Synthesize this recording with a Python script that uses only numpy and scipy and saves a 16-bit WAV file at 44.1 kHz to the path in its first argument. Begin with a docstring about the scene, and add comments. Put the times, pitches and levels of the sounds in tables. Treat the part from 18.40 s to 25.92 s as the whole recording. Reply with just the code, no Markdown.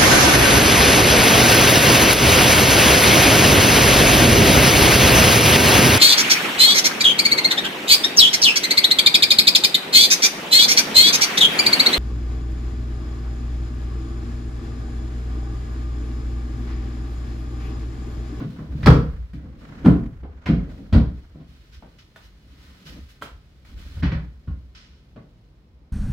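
"""Wooden drawers rumble on their runners and bang against their stops as someone searches a dresser.
Stick-slip friction drives each slide; each impact excites free vibration, so that the thin panels clack,
the hollow carcass rings and the whole dresser booms with the floor. In between, cloth slides, a hand
taps the furniture and feet shift on the boards. The small bedroom reverberates briefly, and the
hardest bangs overload a microphone a couple of metres away."""
import sys
import numpy as np
from scipy import signal
from scipy.fft import rfft, irfft
from scipy.io import wavfile
from scipy.ndimage import uniform_filter1d

SR = 44100
rng = np.random.default_rng(int(sys.argv[2]) if len(sys.argv) > 2 else 0)


def wav_out(sig):
    """Save sig, one row per channel (or a flat mono array), as 16-bit PCM at SR to the path in sys.argv[1]."""
    wavfile.write(sys.argv[1], SR, np.round(np.clip(np.atleast_2d(sig).T, -1, 1) * 32767).astype(np.int16))


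N = 331632
TIME_S = np.arange(N) / SR
RING_S = np.arange(SR) / SR  # the second that one blow may last
BINS_HZ = np.fft.rfftfreq(4096, 1 / SR)

# drawer slides: start_s, length_s, swell_db, shudder_db, rumble_db, scrape_db
DRAWER_RUNS = [(0, 0.047, -10.5, -57.5, -33, -45.5), (.12, 0.31, 6, -41.5, -41, -56),
               (0.969, 0.23, -1, -42.5, -48, -60), (1.2, .24, 7.5, -47, -43, -52),
               (1.9, .15, 2.5, -52, -56.5, -60.5), (2.17, 0.39, -12, -40.5, -42, -60),
               (4.047, .4, 6.5, -70, -57.5, -67.5), (4.45, .14, 4.5, -49.5, -46, -60.5),
               (5.28, 0.57, 5.5, -38, -51.5, -62.5)]
# friction spectra of frame, box and runner: frequency_hz, density_db
SHUDDER_SPECTRUM = [(18, -25.5), (40, -7.5), (62, 0), (90, -11.5), (140, -30.5), (400, -72)]
RUMBLE_SPECTRUM = [(50, -29), (110, -9), (160, 0), (290, -3.5), (380, -16), (550, -15.5), (900, -32),
                   (3000, -74.5)]
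SCRAPE_SPECTRUM = [(200, -19), (600, 4), (1000, 2.5), (1500, 5), (2300, -2.5), (4500, -14.5), (7000, -19),
                   (9000, -35.5), (15500, -43)]
# slides of sleeves or bedding: start_s, length_s, swell_db, level_db
CLOTH_SLIDES = [(0, 0.27, -4.5, -65.5), (0.294, 0.23, 12.5, -57), (1.154, 0.31, -1.5, -62),
                (2.262, 0.28, -10, -62.5), (2.72, 0.18, -11, -66.5), (3.05, 0.26, -5.5, -63.5),
                (3.787, 0.091, -7, -57.5), (3.95, 0.28, 16, -65.5), (4.21, 0.23, 2, -58.5),
                (4.502, 0.31, -13, -61.5), (5.231, 0.11, -5, -57.5), (5.347, 0.26, -1, -53.5)]
# quick brushes over cloth: start_s, level_db, rise_s, fade_s, crisp_db
CLOTH_BRUSHES = [(3.311, -51.5, 0.037, 0.034, -66), (3.581, -50, 0.01, 0.034, -71),
                 (3.821, -57, 0.031, 0.029, -68), (4.444, -45, 0.031, 0.072, -57),
                 (4.682, -55, 0.021, 0.033, -62.5), (6.347, -48, 0.00504, 0.11, -78.5)]
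# constant slight stirring of clothes: time_s, level_db
CLOTH_STIR = [(0, -59), (1.8, -75.5), (3.5, -64), (5.1, -66), (6, -68.5), (6.9, -70), (7.52, -76)]
# spectra of sliding, brushed and snagging fibres: frequency_hz, density_db
SLIDE_SPECTRUM = [(590, -48), (1000, -7), (1330, -3), (1440, 0), (1560, -0.5), (2310, -1.5), (4190, -2),
                  (8740, -18), (11200, -19), (15500, -19.5)]
BRUSH_SPECTRUM = [(400, -30), (900, -12.5), (1450, 0), (2100, -2), (2900, -0.5), (3700, -1.5), (5200, -3.5),
                  (6600, -13), (8400, -24), (15000, -45.5)]
SNAG_SPECTRUM = [(3000, -36), (5500, 7), (9000, 0.5), (11500, 4.5), (15500, 0)]
# resonances of the brushed surface and of the drawer panels: centre_hz, width_hz, gain_db
BRUSH_RESONANCES = [(2160, 101, -2.5), (2950, 300, 1), (5550, 200, 3)]
PANEL_RESONANCES = [(500, 26, 1.5), (783, 45, 3.7), (1010, 10, 5.8), (1106, 69, 3.4), (1490, 28, 3.2),
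                    (1625, 21, 3.8), (1985, 28, 3), (2340, 17, 5.8), (3261, 60, 3.1), (4130, 70, 4),
                    (4650, 45, 5), (5400, 25, 2.2)]
# spectrum of the still room: frequency_hz, density_db
HUSH_SPECTRUM = [(12, -58.5), (20, -33), (32, -19.5), (44, -10), (64, -4.5), (83, -17), (109, -14),
                 (129, -16.5), (333, -27), (597, -34), (788, -37.5), (4550, -56), (4950, -53.5),
                 (8640, -76.5), (15500, -73)]
# drawer impacts (a harder stop has a higher corner): start_s, boom_db, carcass_db, corner_hz,
# clack_db, tilt_db_per_octave, centre_hz, edge_db, rattle_s
DRAWER_BLOWS = [(0.001, -49.5, -30, 330, -42.5, -2, 1070, -15, 0.002),
                (0.044, -49.5, -28.5, 141.4, -62, -20, 800, -5, 0.01),
                (0.183, -55, -32.5, 165, -45.5, -6, 1170, -4, 0.0063),
                (0.344, -41, -28.5, 118.9, -60.5, -5, 1190, -10, 0.009),
                (0.429, -22, -23, 120, -36.5, 2, 1600, -16, .004),
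                (0.460, -8, -11.5, 304.2, -20, -1, 5000, -2.5, 0.0017),
                (0.470, -33.5, -4, 135, -12, -6, 1200, -7, .002),
                (0.931, -40, -33, 150.2, -54, 3.5, 1740, -6, 0.0057),
                (1.036, -37, -40.5, 224, -52, -12.5, 1400, -4, 0.0065),
                (1.445, -25, -12.5, 290, -30, -3, 1390, 1.5, .014),
                (1.459, -22.5, -6, 237, -24.5, -4.5, 1040, 5.5, 0.0031),
                (1.828, -57.5, -40, 302, -45, -5, 687, -18, 0.0099),
                (2.057, -28.5, -34, 299.5, -31, 0.6, 2200, -12.5, .012),
                (2.087, -23, -12.5, 220.8, -35.5, -4.5, 1520, -3, 0.0064),
                (2.525, -9, -16.5, 158.1, -29, -2, 4300, -2.5, 0.011),
                (2.546, -13, -12.5, 202, -28, -5.5, 520, -6.5, .0033),
                (2.946, -61, -42, 282, -55, -6, 692, -4.5, 0.013),
                (2.997, -58, -41.5, 253, -58, -0.5, 600, -10, 0.0094),
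                (3.423, -63, -48, 208, -48.5, -5, 740, -8, .003),
                (4.812, -53.5, -44, 280, -45, 0, 3330, 4, .012),
                (5.563, -27, -41, 119, -51, -5, 1520, -11, .015),
                (5.624, -19, -19, 192.3, -31.5, 1, 1810, -23, 0.013),
                (5.716, -23.5, -24.5, 168.4, -35.5, -0.5, 1890, -23, 0.007),
                (6.074, -25, -32.5, 150.6, -50, -2.5, 1264, -5, 0.0077),
                (6.76, -52.5, -41.5, 202, -46.5, -4.5, 550, -10, .004)]
# modes of dresser with floor and air, of the carcass, and of tapped wood, before each strike
# scales them: pitch_hz, level_db, t60_s
BOOM_MODES = [(42.03, -11.5, 0.77), (53.56, -5, .5), (62.8, 2, 0.95), (68.65, -1.5, 0.34), (79.6, 4, 0.56),
              (99.3, -7, 0.35)]
CARCASS_MODES = [(118.4, -10.5, 0.5), (134.26, -1, 0.25), (156.2, 2, 0.27), (184.2, -2.5, 0.29),
                 (225.4, -1, 0.25), (260.2, -2, 0.28), (296.2, 2, 0.25), (339.6, -4, 0.16),
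                 (378.7, -10, .36), (413, -12.5, 0.42), (455, -11, 0.3), (519, -3.5, 0.3), (667, -6, 0.37),
                 (730, -8.5, .34)]
WOOD_MODES = [(437, -8, 0.03), (598, -6, 0.044), (891, -12, 0.018), (1123, -4.5, 0.018), (1372, -1.5, 0.04),
              (1630, -0.5, 0.025), (1850, -13.5, 0.016), (2320, -24, .015), (3320, -16, 0.09)]
# spectra of the panels' overlapping modes and of a hard contact: frequency_hz, density_db
PANEL_SPECTRUM = [(60, -23), (280, -8.5), (450, 0), (650, -4.5), (900, -7.5), (1450, -4.5), (2000, -9),
                  (3000, -11), (5000, -18.5), (6500, -26), (9000, -28.5), (15500, -34.5)]
CLICK_SPECTRUM = [(200, 4), (1000, 14), (3500, 7), (6000, -1.5), (9000, -8.5), (12000, -9), (15500, -9.5)]
# sharp taps on the furniture: start_s, wood_db, pitch_ratio, click_db
FURNITURE_TAPS = [(0.103, -68, 0.83, -56.5), (0.472, -21.5, 1, -34), (3.760, -50.5, 1.08, -51.5),
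                  (4.822, -37, 0.96, -40.5), (5.25, -65, 1.4, -58.5), (5.386, -65, 2.2, -68)]
# shifts of weight on the floorboards: peak_s, level_db
FOOT_SHIFTS = [(.33, -30.5), (3.389, -43), (4.63, -40.5), (4.95, -41.5), (5.37, -38)]
# reverberation time of the bedroom: frequency_hz, t60_s
ROOM_DECAY = [(100, .42), (300, .4), (700, .38), (1500, .36), (3000, .34), (5000, .35), (9000, .31),
              (15000, .26)]
# likeness of the diffuse field at the two microphone ports: frequency_hz, coherence_ratio
PORT_COHERENCE = [(30, 1), (150, .98), (300, .9), (450, 0.89), (700, 0.22), (1500, 0.052), (3000, -.15),
                  (15000, 0.29)]
# left port's level above the right: frequency_hz, difference_db
PORT_BALANCE = [(350, 0.3), (700, 3.5), (1400, -4), (2800, -0.1), (6000, -1.1), (14000, 2)]
# left port's phase behind the right: frequency_hz, lag_rad
PORT_PHASE = [(35, 0.23), (60, 0.27), (125, 0.0044), (400, .05), (800, 0.011)]


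def gain_of(db):
    """Amplitude grows tenfold every 20 dB."""
    return 10 ** (np.asarray(db) / 20)


def unit_rms(x):
    """Normalisation to unit mean power."""
    return x / np.sqrt(np.mean(x ** 2) + 1e-20)


def impact_energy(x):
    """Normalisation of a transient to the energy of 40 ms at rms 1."""
    return unit_rms(x) * np.sqrt(.04 * SR / x.shape[-1])


def curve_at(points, hz):
    """Interpolation on a logarithmic frequency axis."""
    knots_hz, values = np.transpose(points)
    return np.interp(np.log(hz + 1), np.log(knots_hz + 1), values)


def add(mix, start_s, sound):
    """Superposition: a stereo sound adds to the mix from start_s on."""
    part = mix[:, max(round(start_s * SR), 0):][:, :sound.shape[1]]
    part += sound[:, :part.shape[1]]


def colour(x, db):
    """Causal filtering by a gain on BINS_HZ: nothing sounds before the attack."""
    log_gain = np.log(gain_of(np.r_[db, db[-2:0:-1]]))
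    impulse = np.fft.ifft(np.exp(np.conj(signal.hilbert(log_gain)))).real
    return signal.fftconvolve(x, impulse[None], axes=1)[:, :x.shape[1]]


def resonances(peaks):
    """Each resonance raises a bell-shaped peak, in dB on BINS_HZ."""
    return sum(db / (1 + (2 * (BINS_HZ - hz) / width_hz) ** 2) for hz, width_hz, db in peaks)


def ripple():
    """A response depends on the point of contact: random peaks and dips some 200 Hz apart."""
    bumps = uniform_filter1d(rng.standard_normal(len(BINS_HZ)), size=9)
    bumps = uniform_filter1d(bumps, size=5)
    return unit_rms(bumps - uniform_filter1d(bumps, size=35))


def diffuse(size):
    """A diffuse field is coherent at two nearby points in the bass, hardly so in the treble."""
    mid, side = rfft(rng.standard_normal((2, size)))
    coherence = np.clip(curve_at(PORT_COHERENCE, np.fft.rfftfreq(size, 1 / SR)), -1, 1)
    mid, side = mid * np.sqrt((1 + coherence) / 2), side * np.sqrt((1 - coherence) / 2)
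    return irfft(np.array([mid + side, mid - side]), size)


def noise(spectrum, grain_db=0, grain_hz=100):
    """Coloured diffuse noise; random amplitude modulation gives it the grain of friction."""
    knots = rng.standard_normal(8000)
    grip = np.interp(TIME_S * grain_hz, np.arange(len(knots)), knots)
    return unit_rms(colour(diffuse(N) * gain_of(grain_db * grip), curve_at(spectrum, BINS_HZ)))


def room_tail(build_s):
    """Reverberation: reflections build up, then each band decays exponentially."""
    hz, t, bands = signal.stft(diffuse(SR), SR, nperseg=256)
    t60 = curve_at(ROOM_DECAY, hz)[:, None]
    decaying = bands * gain_of(-60 * t / t60) / np.sqrt(t60)
    tail = signal.istft(decaying, SR, nperseg=256)[1][:, :SR]
    tail *= 1 - np.exp(-RING_S / build_s)
    return tail / np.linalg.norm(tail[0])


def in_bedroom(x, wet_db):
    """Direct sound and reverberant field add at the listener."""
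    reverberant = signal.fftconvolve(x[None], room_tail(build_s=0.0043), axes=1)[:, :len(x)]
    return x + gain_of(wet_db) * reverberant


def stroke(start_s, length_s, swell_db, attack_s, release_s):
    """Friction noise follows sliding speed: it eases in, changes by swell_db and dies away."""
    t = TIME_S - start_s
    ease = np.sin(np.pi / 2 * np.clip(t / attack_s, 0, 1)) ** 2
    swell = gain_of(swell_db * (np.clip(t / length_s, 0, 1) - .5))
    return ease * swell * np.exp(-np.maximum(t - length_s, 0) / release_s)


def trembling(level_db=-14.5, rise_s=.1, t60_s=1.2):
    """Envelope of the shaking that blows leave in dresser and floor: incoherent powers add."""
    shake = (1 - np.exp(-RING_S / rise_s)) * gain_of(level_db - 60 * RING_S / t60_s)
    power = np.zeros((2, N))
    for start_s, _, carcass_db, *_ in DRAWER_BLOWS:
        add(power, start_s, (gain_of(carcass_db) * shake[None]) ** 2)
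    return np.sqrt(power)


def runners(settle_db=-25.5):
    """Stick-slip friction of wood on wood: the frame shudders, the box rumbles, the runners scrape."""
    shudder, rumble, scrape = sum(
        gain_of(levels_db)[:, None] * stroke(start_s, length_s, swell_db, attack_s=.018, release_s=.023)
        for start_s, length_s, swell_db, *levels_db in DRAWER_RUNS)
    shake = trembling()
    shudder = np.hypot(shudder, shake)
    scrape = np.hypot(scrape, gain_of(settle_db) * shake)  # the contents jiggle after a blow
    rasp = noise(SCRAPE_SPECTRUM, grain_db=-3.5, grain_hz=100.4)
    rasp = unit_rms(colour(rasp, 0.25 * resonances(PANEL_RESONANCES)))
    frame = shudder * noise(SHUDDER_SPECTRUM)
    box = rumble * noise(RUMBLE_SPECTRUM, grain_db=2, grain_hz=59.8)
    return frame + box + scrape * rasp


def cloth(ripple_db=1.54):
    """Fibres catch and release, radiating friction noise that nearby surfaces colour."""
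    swish, crisp = np.zeros(N), np.zeros(N)
    for start_s, db, rise_s, fade_s, crisp_db in CLOTH_BRUSHES:
        t = TIME_S - start_s
        flick = np.clip(t / rise_s, 0, 1) * np.exp(-np.maximum(t - rise_s, 0) / fade_s)
        swish += gain_of(db) * flick
        crisp += gain_of(crisp_db) * flick
    sliding = sum(gain_of(db) * stroke(start_s, length_s, swell_db, attack_s=0.054, release_s=0.025)
                  for start_s, length_s, swell_db, db in CLOTH_SLIDES)
    stir = gain_of(np.interp(TIME_S, *np.transpose(CLOTH_STIR)))
    slides = np.hypot(sliding, stir) * noise(SLIDE_SPECTRUM, grain_db=1.05, grain_hz=249)
    hiss = noise(BRUSH_SPECTRUM, grain_db=-1.3, grain_hz=308)
    brushes = swish * unit_rms(colour(hiss, resonances(BRUSH_RESONANCES)))
    snags = crisp * noise(SNAG_SPECTRUM, grain_db=1, grain_hz=400.5)
    return colour(slides + brushes + snags, ripple_db * ripple())


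def room_hush(level_db=-51):
    """The ambient noise of a still room is a steady diffuse field, strongest in the bass."""
    return gain_of(level_db) * noise(HUSH_SPECTRUM)


def ring(modes, rise_s, pitch_ratio=1, corner_hz=20000, t60_ratio=1, scatter=0, damping=1.0):
    """Free vibration is a sum of damped modes; a springy contact weakens those above its corner."""
    hz, db, t60 = np.transpose(modes)[:, :, None]
    # neighbours start in opposite sense, scattered because each strike lands on another spot
    half_turns = np.arange(len(modes))[:, None] + scatter * rng.uniform(-2.1, 1, hz.shape)
    push = 1 / np.hypot(1 - (hz / corner_hz) ** 2, damping * hz / corner_hz)
    envelopes = push * gain_of(db - 60 * RING_S / (t60 * t60_ratio))
    partials = envelopes * np.sin(2 * np.pi * hz * pitch_ratio * RING_S + np.pi * half_turns)
    return partials.sum(0) * (1 - np.exp(-RING_S / rise_s))


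def chatter(rattle_s, wet_db):
    """Rapid small contacts make a broadband burst; reverberation builds for as long as they last."""
    slaps = rng.standard_normal(SR)
    envelope = np.exp(-RING_S / rattle_s) * (1 - np.exp(-RING_S / (.8 * rattle_s)))
    contacts = slaps * abs(slaps) * envelope
    return contacts / np.linalg.norm(contacts) + gain_of(wet_db) * room_tail(build_s=rattle_s)


def panel_colour(tilt_db_per_octave, centre_hz, edge_db, centre_db=6, edge_hz=7000, ripple_db=2.5):
    """Overlapping panel modes merge into a response in dB; a sharp edge strengthens the top octave."""
    shared = curve_at(PANEL_SPECTRUM, BINS_HZ) + resonances(PANEL_RESONANCES)
    tilt = tilt_db_per_octave * np.log2(np.maximum(BINS_HZ, 400) / 1500)
    hump = centre_db * np.exp(-(np.log2((BINS_HZ + 1) / centre_hz) / 0.4) ** 2)
    shelf = edge_db * (1 - 1 / (1 + (BINS_HZ / edge_hz) ** 8))
    return shared + tilt + hump + shelf + ripple_db * ripple()


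def drawer_blows(full_t60_ratio=0.66, doubling_db=70):
    """Impact on a stop excites dresser, carcass and panels at once; heavier blows ring longer."""
    out = np.zeros((2, N))
    for start_s, boom_db, carcass_db, corner_hz, clack_db, *panel, rattle_s in DRAWER_BLOWS:
        t60_ratio = full_t60_ratio * 2 ** (max(boom_db, carcass_db) / doubling_db)
        boom = gain_of(boom_db) * impact_energy(ring(BOOM_MODES, rise_s=.006, t60_ratio=t60_ratio))
        hollow = ring(CARCASS_MODES, rise_s=0.023, corner_hz=corner_hz, t60_ratio=t60_ratio,
                      scatter=0.47, damping=.8)
        carcass = gain_of(carcass_db) * impact_energy(in_bedroom(hollow, wet_db=-3.0))
        contacts = chatter(rattle_s, wet_db=6.5)
        clack = gain_of(clack_db) * impact_energy(colour(contacts, panel_colour(*panel)))
        add(out, start_s, boom + carcass + clack)
    return out


def taps():
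    """A brief, hard contact has a wide spectrum: it clicks and rings the wood's higher modes."""
    out = np.zeros((2, N))
    for start_s, wood_db, pitch_ratio, click_db in FURNITURE_TAPS:
        modes = ring(WOOD_MODES, rise_s=0.000067, pitch_ratio=pitch_ratio, scatter=0.5)
        wood = impact_energy(in_bedroom(modes, wet_db=-4.5))
        contacts = chatter(rattle_s=.0012, wet_db=12.0)
        click = impact_energy(colour(contacts, curve_at(CLICK_SPECTRUM, BINS_HZ)))
        add(out, start_s, gain_of(wood_db) * wood + gain_of(click_db) * click)
    return out


def foot_shifts(load_s=.045):
    """A foot loads the compliant floor slowly, so only low frequencies are excited."""
    load = sum(gain_of(db) * np.exp(-((TIME_S - peak_s) / load_s) ** 2) for peak_s, db in FOOT_SHIFTS)
    return load * noise(SHUDDER_SPECTRUM)


def scene():
    """Dresser, hands, feet and cloth superpose linearly on the hush of the room."""
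    return drawer_blows() + taps() + runners() + foot_shifts() + cloth() + room_hush()


def record(dry, echo_s=.00095, echo_gain=0.071, cutoff_hz=15900):
    """A housing echo interferes at two unequal ports; peaks saturate and the band is limited."""
    hz = np.fft.rfftfreq(N, 1 / SR)
    shadowing = np.minimum(hz / PORT_BALANCE[0][0], 1)  # long waves reach both ports alike
    lean_db = curve_at(PORT_BALANCE, hz) * shadowing / 2
    left = gain_of(lean_db) * np.exp(-.5j * curve_at(PORT_PHASE, hz))
    housing = 1 + echo_gain * np.exp(-2j * np.pi * hz * echo_s)
    ports = irfft(rfft(dry) * housing * np.array([left, 1 / left]), N)
    clipped = ports / (1 + ports ** 8) ** (1 / 8)
    lowpass = signal.firwin(511, cutoff_hz, window=("kaiser", 9), fs=SR)
    return signal.oaconvolve(clipped, lowpass[None], "same")


dry = scene()
out = record(dry)
wav_out(out)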